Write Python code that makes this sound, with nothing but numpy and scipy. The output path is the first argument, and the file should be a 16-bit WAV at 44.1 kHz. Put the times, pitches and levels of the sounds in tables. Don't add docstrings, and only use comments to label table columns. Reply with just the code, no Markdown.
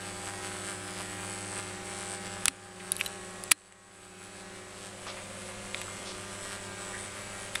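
import sys
import numpy as np
from scipy import signal
from scipy.fft import rfft, irfft
from scipy.io import wavfile
from scipy.ndimage import uniform_filter1d, map_coordinates

SR = 44100
rng = np.random.default_rng(int(sys.argv[2]) if len(sys.argv) > 2 else 0)


def materialize(psi):
    bounded = np.clip(np.atleast_2d(psi).T, -1, 1)
    quanta = np.round(bounded * 32767).astype(np.int16)
    wavfile.write(sys.argv[1], SR, quanta)


N = 335160
TIME = np.arange(N) / SR
STRIKE_HZ, FIRST_STRIKE_S, BURN_S = 99.97, 0.00735, 0.00445
BAND_EDGE_HZ = SR / 2 - 100


def from_db(db):
    return 10 ** (np.asarray(db) / 20)


def rms_one(x):
    return x / np.sqrt(np.mean(x ** 2) + 1e-20)


def in_time(rows):
    times, *columns = np.transpose(rows)
    return [np.interp(TIME, times, column) for column in columns]


def drift(per_s):
    knots = rng.standard_normal(2000)
    return rms_one(map_coordinates(knots, [TIME * per_s], order=3, mode="wrap"))


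def coloured(x, colour):
    hz, db = np.transpose(colour)
    bin_hz = np.maximum(np.arange(N + 1) * SR / (2 * N), 1)
    gain = from_db(np.interp(np.log(bin_hz), np.log(hz), db))
    return rms_one(irfft(rfft(x, 2 * N) * gain)[:N])


def band(x, hz, kind, order=2):
    return signal.sosfilt(signal.butter(order, hz, kind, fs=SR, output="sos"), x + 1e-18)


def ring(x, hz, t60):
    radius, angle = from_db(-60 / (t60 * SR)), 2 * np.pi * hz / SR
    return signal.lfilter([0, np.sin(angle)], [1, -2 * radius * np.cos(angle), radius ** 2], x + 1e-18)


def port(x, t60):
    damped = band(ring(x, hz=9300, t60=t60), 10500, "low", order=4)
    return band(damped, BAND_EDGE_HZ, "low")


def impulses(times, sizes):
    at = np.floor(times * SR).astype(int)[:, None] + np.arange(-7, 9)
    offset = at - times[:, None] * SR
    taps = sizes[:, None] * np.sinc(offset) * np.cos(np.pi * offset / 16) ** 2
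    inside = (at >= 0) & (at < N)
    return np.bincount(at[inside], taps[inside], N)


def reverberation(x, t60, early_db, early_s, changes):
    age = np.arange(SR // 3) / SR
    decay = from_db(-60 * age / t60) + from_db(early_db) * np.exp(-age / early_s)
    hop = N // changes + 1
    padded = np.pad(x, (hop, 2 * hop))
    crossfade = np.sin(np.linspace(0, np.pi, 2 * hop))
    out = np.zeros(len(padded) + len(age))
    for at in range(0, (changes + 1) * hop, hop):
        response = rms_one(decay * rng.standard_normal(len(age)))
        echoes = signal.fftconvolve(crossfade * padded[at:at + 2 * hop], response)
        out[at:at + len(echoes)] += echoes
    return rms_one(out[hop:hop + N])


def fans(facing, pass_s=5.52, pass_width_s=0.91, recede_db_per_s=2.5, waver_rad=0.068):
    # f/Hz, level by the bench/dB, level by the window/dB
    blade_tones = [(183.1, -53, -56.5), (366.3, -50.5, -54.5), (521, -70, -61), (547, -64, -54),
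                   (725, -65, -59)]
    # f/Hz, relative level/dB
    air_colour = [(20, 5.5), (42, 8), (80, 4.5), (200, 4), (450, 1), (600, 4.5), (800, 0.5), (1500, -3.5),
                  (2800, 0), (5000, -7.5), (9500, -4), (12000, -21.5), (16000, -41)]
    receding_db = recede_db_per_s * np.maximum(TIME - pass_s, 0)
    tones = 0
    for hz, bench_db, window_db in blade_tones:
        level_db = (1 - facing) * bench_db + facing * window_db - receding_db + 1.9 * drift(7.2)
        tones += from_db(level_db) * np.sin(2 * np.pi * hz * TIME + waver_rad * drift(4.3))
    passing = np.exp(-((TIME - pass_s) / pass_width_s) ** 2)
    air = from_db(-49.5 + 3 * facing + 2.5 * passing) * coloured(rng.standard_normal(N), air_colour)
    cavity = ring(rng.standard_normal(N), hz=542, t60=0.17)
    drone = from_db(-68.5 + 15 * passing) * rms_one(band(cavity, 390, "high"))
    return np.sqrt(2) * tones + air + drone


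def supply_hum(place, hum_db=-54, waver_rad=0.58, shiver_rad=0.0053):
    # relative level/dB by the bench, a step back, by the window, past it
    harmonics = [(4, -0.5, 2.5, 0.5), (0, -0.5, 3, -1), (-2, -8.5, -23, -11.5), (-8.5, -2.5, -17, -3.5),
                 (-8.5, -7.5, -5, -12), (-6.5, -2.5, -3, -3.5), (-24, -19, -13, -16), (0, 0.5, -28, -6.5),
                 (-6, -10, -8, -5.5), (-6, -12, -3.5, -5.5), (-26, -3, -14, -16), (-7, -6.5, -1.5, -5),
                 (-1, -5, -11, -7), (-11, -12, -10, -14), (-5.5, -5.5, -15, -6), (-1, -6, -7, -3.5),
                 (-7.5, -4.5, -4, -11), (-5, -13, -20, -13), (-5, -4, -20, -3), (-26, -24, -22, -14),
                 (-26, -23, -12, -8), (-5, -15, -22, -8)]
    places = [0, 0.25, 1, 1.15]
    phase = 2 * np.pi * STRIKE_HZ * TIME + shiver_rad * drift(70)
    out = 0
    for k, place_db in enumerate(harmonics, 1):
        nodes_db = 0.93 * np.log(1 + k) / 2 * drift(2.27)
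        rough_db = (1.05 + 0.057 * k) * drift(14)
        level_db = np.interp(place, places, place_db) + nodes_db + rough_db
        lag = np.sqrt(7) * k ** 2
        out += from_db(level_db) * np.sin(k * phase + lag + waver_rad * drift(2.916))
    return np.sqrt(2) * from_db(hum_db) * out


def whoosh_and_rubs(grain_db=3):
    # t/s, duration/s, greatest level/dB, centre f/Hz, bandwidth/octaves
    bursts = [(1.53, 0.12, -51, 190, 2.4), (2.798, 0.025, -43.5, 2500, 1.1),
              (2.977, 0.033, -43, 10700, 0.31), (2.99, 0.036, -34.5, 2470, 0.59),
              (2.999, 0.014, -37, 8950, 1.1), (3.028, 0.043, -46, 10300, 0.42),
              (3.05, 0.016, -60.5, 2390, 0.9), (5.065, 0.093, -39.5, 950, 1.8),
              (5.066, 0.094, -39, 3300, 1.5), (5.158, 0.089, -43, 1500, 1.8),
              (5.759, 0.081, -44.5, 2800, 1.2), (5.88, 0.015, -36.5, 1080, 0.76),
              (6.049, 0.13, -42, 4000, 1.05), (6.93, 0.077, -41.5, 1770, 0.4)]
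    size = SR // 2
    out, age = np.zeros(N + size), np.arange(size) / SR
    for start, length, db, hz, octaves in bursts:
        grains = rng.standard_normal(size) * from_db(grain_db * rng.standard_normal(size))
        edge_ratio = 2 ** (octaves / 2)
        noise = rms_one(band(grains, [hz / edge_ratio, hz * edge_ratio], "band", order=3))
        progress = 4.65 * age / length
        at = int(start * SR)
        out[at:at + size] += from_db(db) * noise * progress * np.exp(1 - progress)
    return out[:N]


def case_clicks(tick_t60=0.0012, rattle_db=-15, rattle_s=0.0016, body_db=-19, body_s=0.0041):
    # t/s, knock level/dB, knock f/Hz, knock t60/s, tick level/dB, tick f/Hz
    clicks = [(2.4565, -18, 1390, 0.0083, -5.5, 9800), (2.4568, -5, 3530, 0.0014, -8, 7340),
              (2.4793, -19, 2900, 0.0038, -33, 9500), (2.4820, 2, 2760, 0.003, 2.5, 8500),
              (2.4822, -9.5, 1330, 0.014, -4, 10000), (2.9193, -22, 3800, 0.02, -4.5, 10300),
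              (2.93, -37, 2300, .008, -31, 9500), (2.9555, -31, 2400, .006, -32, 10300),
              (2.9658, -31, 4050, .008, -17, 10000), (3.0111, -8, 2520, 0.0077, -21, 9600),
              (3.0614, -24, 3990, 0.033, -19.5, 9450), (3.063, -21.5, 2970, 0.0099, -26, 6940),
              (3.0619, -30, 12600, .025, -37, 10000), (3.4380, -31.5, 5070, 0.0076, -19, 10000),
              (3.5115, -21.5, 3850, 0.007, -17, 7900), (3.5149, -19, 2400, .004, -0.5, 10800),
              (3.5166, 4.5, 2480, 0.0053, -4.5, 9300), (3.5196, 12, 1820, 0.0012, 15.5, 9770),
              (3.5182, 1, 5370, 0.0021, -3, 7860), (3.7240, -21, 2370, 0.0019, -25, 8000),
              (5.0677, -21, 1170, 0.012, -34, 9000), (5.0678, -29, 3280, 0.0021, -40, 6000),
              (5.7458, -14, 2300, 0.006, -36, 9100), (5.7453, -22, 3650, 0.012, -38, 9000),
              (5.8156, -14.5, 2300, 0.0015, -25.5, 10700), (7.5533, -16, 2940, 0.0026, -22, 10400),
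              (7.557, -19.5, 3600, 0.014, -35, 9000), (7.5564, -11, 1960, 0.0026, -21, 7950)]
    # f/Hz, level relative to the tick/dB, t60/s
    case_modes = [(1610, -40, 0.056), (4160, -42.5, 0.093), (4590, -18.5, 0.012), (9600, -38, 0.047)]
    # t/s, level/dB, f/Hz, t60/s
    thumps = [(2.481, -23, 78, 0.023), (2.483, -30, 271, 0.12), (3.516, -26.5, 298, 0.13),
              (5.0667, -37, 430, 0.027)]
    size = SR // 4
    out, age = np.zeros(N + size), np.arange(size) / SR
    blow = signal.unit_impulse(size)
    ringing = sum(from_db(db) * ring(blow, hz, t60) for hz, db, t60 in case_modes)
    for start, knock_db, knock_hz, knock_t60, tick_db, tick_hz in clicks:
        tick = ring(ring(blow, tick_hz, tick_t60), tick_hz, tick_t60)
        tick = band(tick, BAND_EDGE_HZ, "low")
        chatter = rms_one(port(rng.standard_normal(size), t60=0.00082))
        rattle = from_db(rattle_db) * chatter * np.exp(-age / rattle_s)
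        body = rms_one(band(rng.standard_normal(size), [1200, 4800], "band"))
        knock = ring(blow, knock_hz, knock_t60) + from_db(body_db) * body * np.exp(-age / body_s)
        bright = tick / np.abs(tick).max() + rattle + ringing
        at = int(start * SR)
        out[at:at + size] += from_db(knock_db) * knock + from_db(tick_db) * bright
    bumps = sum(ring(impulses(np.array([t]), from_db([db])), hz, t60) for t, db, hz, t60 in thumps)
    return band(out[:N], 1110, "high") + bumps


def strikes_and_pops(jitter_s=8e-6, flicker_db=1.0, lopsided_db=0.5, lopsided_s=40e-6):
    half_cycle = np.arange(int(N / SR * STRIKE_HZ))
    strike_shift, strike_size, pop_shift, pop_size = rng.standard_normal((len(half_cycle), 4)).T
    times = FIRST_STRIKE_S + half_cycle / STRIKE_HZ
    times += 14e-6 * drift(7)[(times * SR).astype(int)]
    strikes = -impulses(times + jitter_s * strike_shift, from_db(flicker_db * strike_size))
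    polarity = (-1) ** half_cycle
    pop_times = times + BURN_S + lopsided_s * polarity + 25e-6 * pop_shift
    pops = impulses(pop_times, from_db(1.5 + lopsided_db * polarity + flicker_db * pop_size))
    return times, strikes, band(pops, 3400, "low")


def channel_snap(times, pulses, swell_db=4):
    swell = signal.oaconvolve(impulses(times, np.ones(len(times))), np.hanning(45) / 22, "same")
    pressure = band(pulses + from_db(swell_db) * swell, 570, "high", order=1)
    return rms_one(port(band(pressure, 1700, "low", order=1), t60=0.0007))


def room_buzz(pulses):
    # f/Hz, gain/dB
    buzz_colour = [(1500, -1.5), (2100, 8), (2800, -1), (3600, -0.5), (4600, -2), (5800, -3), (7000, 1),
                   (10000, -26)]
    echoes = reverberation(pulses, t60=0.48, early_db=-3.5, early_s=0.028, changes=30)
    return band(coloured(echoes, buzz_colour), 2000, "high", order=4)


def air_rasp(since_strike, puff_s=0.00083, quench_db=-1):
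    # f/Hz, relative level/dB
    rasp_colour = [(300, -12), (700, 3), (1300, 7), (2600, -0.5), (4500, -10), (7000, -28), (12000, -40)]
    since_quench = (since_strike - BURN_S) % (1 / STRIKE_HZ)
    puffs = np.exp(-since_strike / puff_s) + from_db(quench_db) * np.exp(-since_quench / puff_s)
    return coloured(rng.standard_normal(N) * puffs, rasp_colour)


def discharge(fizz_db=-4.5, fizz_s=0.016, whistle_hz=7960, flutter_db=1.46):
    # t/s, vigour about its usual size/dB
    flame = [(0.01, 5), (0.07, 6.5), (0.11, 1.5), (0.31, 3.5), (0.41, 6.5), (0.47, 9.5), (0.53, 1.5),
             (0.69, 8.5), (0.75, 1), (0.97, 6.5), (1.11, 4), (1.21, 5), (1.33, 4), (1.39, 6), (1.43, 3.5),
             (1.55, 6), (1.63, 9.5), (1.77, -9.5), (1.87, 1), (1.91, 3.5), (2.07, 3), (2.15, 8), (2.19, -4),
             (2.27, 6), (2.29, -5.0), (2.33, 7.5), (2.37, -5), (2.51, 1), (2.57, -8), (2.65, -1),
             (2.69, -14), (2.81, -1.5), (2.85, -4), (3.07, 8), (3.15, -1), (3.19, -7.5), (3.25, 3),
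             (3.29, -6), (3.45, -6), (3.49, -2), (3.55, 2), (3.67, 5), (3.71, -11.0), (4.05, 2.5),
             (4.09, -3), (4.15, -1), (4.21, 4), (4.31, -5.5), (4.41, 1.5), (4.45, -7), (4.51, -3),
             (4.57, 3), (4.61, -12), (4.73, -3), (4.81, 6.5), (4.87, 12), (4.91, -8), (4.95, -14),
             (5.05, 3), (5.37, -5), (5.41, 0.5), (5.47, 2), (5.51, -5), (5.59, -9), (5.79, 6), (5.83, -0.5),
             (6.35, 5.5), (6.37, -4), (6.45, 8), (6.53, 9), (6.59, -3), (6.65, 5), (6.69, -9), (6.77, -3),
             (6.85, 2), (6.89, -4.5), (7.01, 0), (7.05, 6), (7.09, -6), (7.25, 4.5), (7.29, 0), (7.43, 3),
             (7.51, -2), (7.57, 2.5)]
    # f/Hz, gain/dB
    sizzle_colour = [(2500, -45), (4500, 1.5), (6000, -8), (7400, -0.5), (8400, 14), (9000, 7),
                     (10200, 4.5), (11000, -7.5), (12500, -17.5), (16000, -28)]
    vigour_db, = in_time(flame)
    times, strikes, pops = strikes_and_pops()
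    since_strike = (TIME - FIRST_STRIKE_S) % (1 / STRIKE_HZ)
    fizz = rms_one(rng.standard_normal(N) * np.exp(-since_strike / fizz_s))
    snap = from_db(-51.5 + 0.9 * vigour_db) * channel_snap(times, strikes + pops)
    buzz_db = -49 + 0.067 * vigour_db
    buzz = from_db(buzz_db) * room_buzz(strikes + pops)
    crackle = reverberation(strikes, t60=0.14, early_db=13, early_s=0.0011, changes=56)
    burning = from_db(0.1 * vigour_db) * crackle + from_db(fizz_db) * fizz
    sizzle = from_db(-49 + 0.39 * vigour_db) * coloured(burning, sizzle_colour)
    resonance = band(ring(burning, whistle_hz, t60=0.023), [7000, 9000], "band")
    whistle = from_db(buzz_db - 3.5) * rms_one(resonance)
    flutter = from_db(flutter_db * drift(22))
    rasp = from_db(-50.5 + 0.13 * vigour_db) * air_rasp(since_strike)
    return flutter * (snap + sizzle + rasp) + whistle + buzz


def scene():
    # t/s, place (0 by the bench, 1 facing the window, more is past it),
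    # hum gain/dB, discharge gain/dB
    walk = [(0, 0.048, -1, -.5), (0.8, 0.012, -0.11, 0.21), (1.6, 0.022, -0.29, 0.18), (1.9, 0.15, 0, 0),
            (2.5, 0.17, 0, -.5), (3.5, 0.31, -1.9, -1.2), (4.25, 0.16, -0.15, 0.34),
            (4.85, 0.38, 0.026, -1.3), (5.25, 0.84, 0, -0.88), (5.8, 1, 0.51, .5),
            (6.25, 1.44, 0.79, -0.92), (7.6, 1.14, -1.4, -0.61)]
    place, hum_db, discharge_db = in_time(walk)
    facing = np.clip(1 - np.abs(1 - place), 0, 1)
    electrical = from_db(discharge_db) * discharge() + from_db(hum_db) * supply_hum(place)
    return (electrical + fans(facing) + case_clicks() + whoosh_and_rubs())[None]


def released(over_db, db_per_s):
    fall = db_per_s * TIME
    return np.maximum.accumulate(over_db + fall) - fall


def record(dry, threshold_db=-4, slope=0.85, slow_share=0.38, ceiling=0.9, cutoff_hz=16000):
    level_db = 20 * np.log10(np.abs(dry[0]) + 1e-9)
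    over_db = slope * np.maximum(level_db - threshold_db, 0)
    duck_db = np.maximum(released(over_db, db_per_s=15), released(slow_share * over_db, db_per_s=2))
    ducked = dry * from_db(-uniform_filter1d(duck_db, size=16))
    rounded = ceiling * np.tanh(ducked / ceiling)
    return signal.sosfilt(signal.ellip(10, 0.1, 90, cutoff_hz, fs=SR, output="sos"), rounded)


dry = scene()
out = record(dry)
materialize(out)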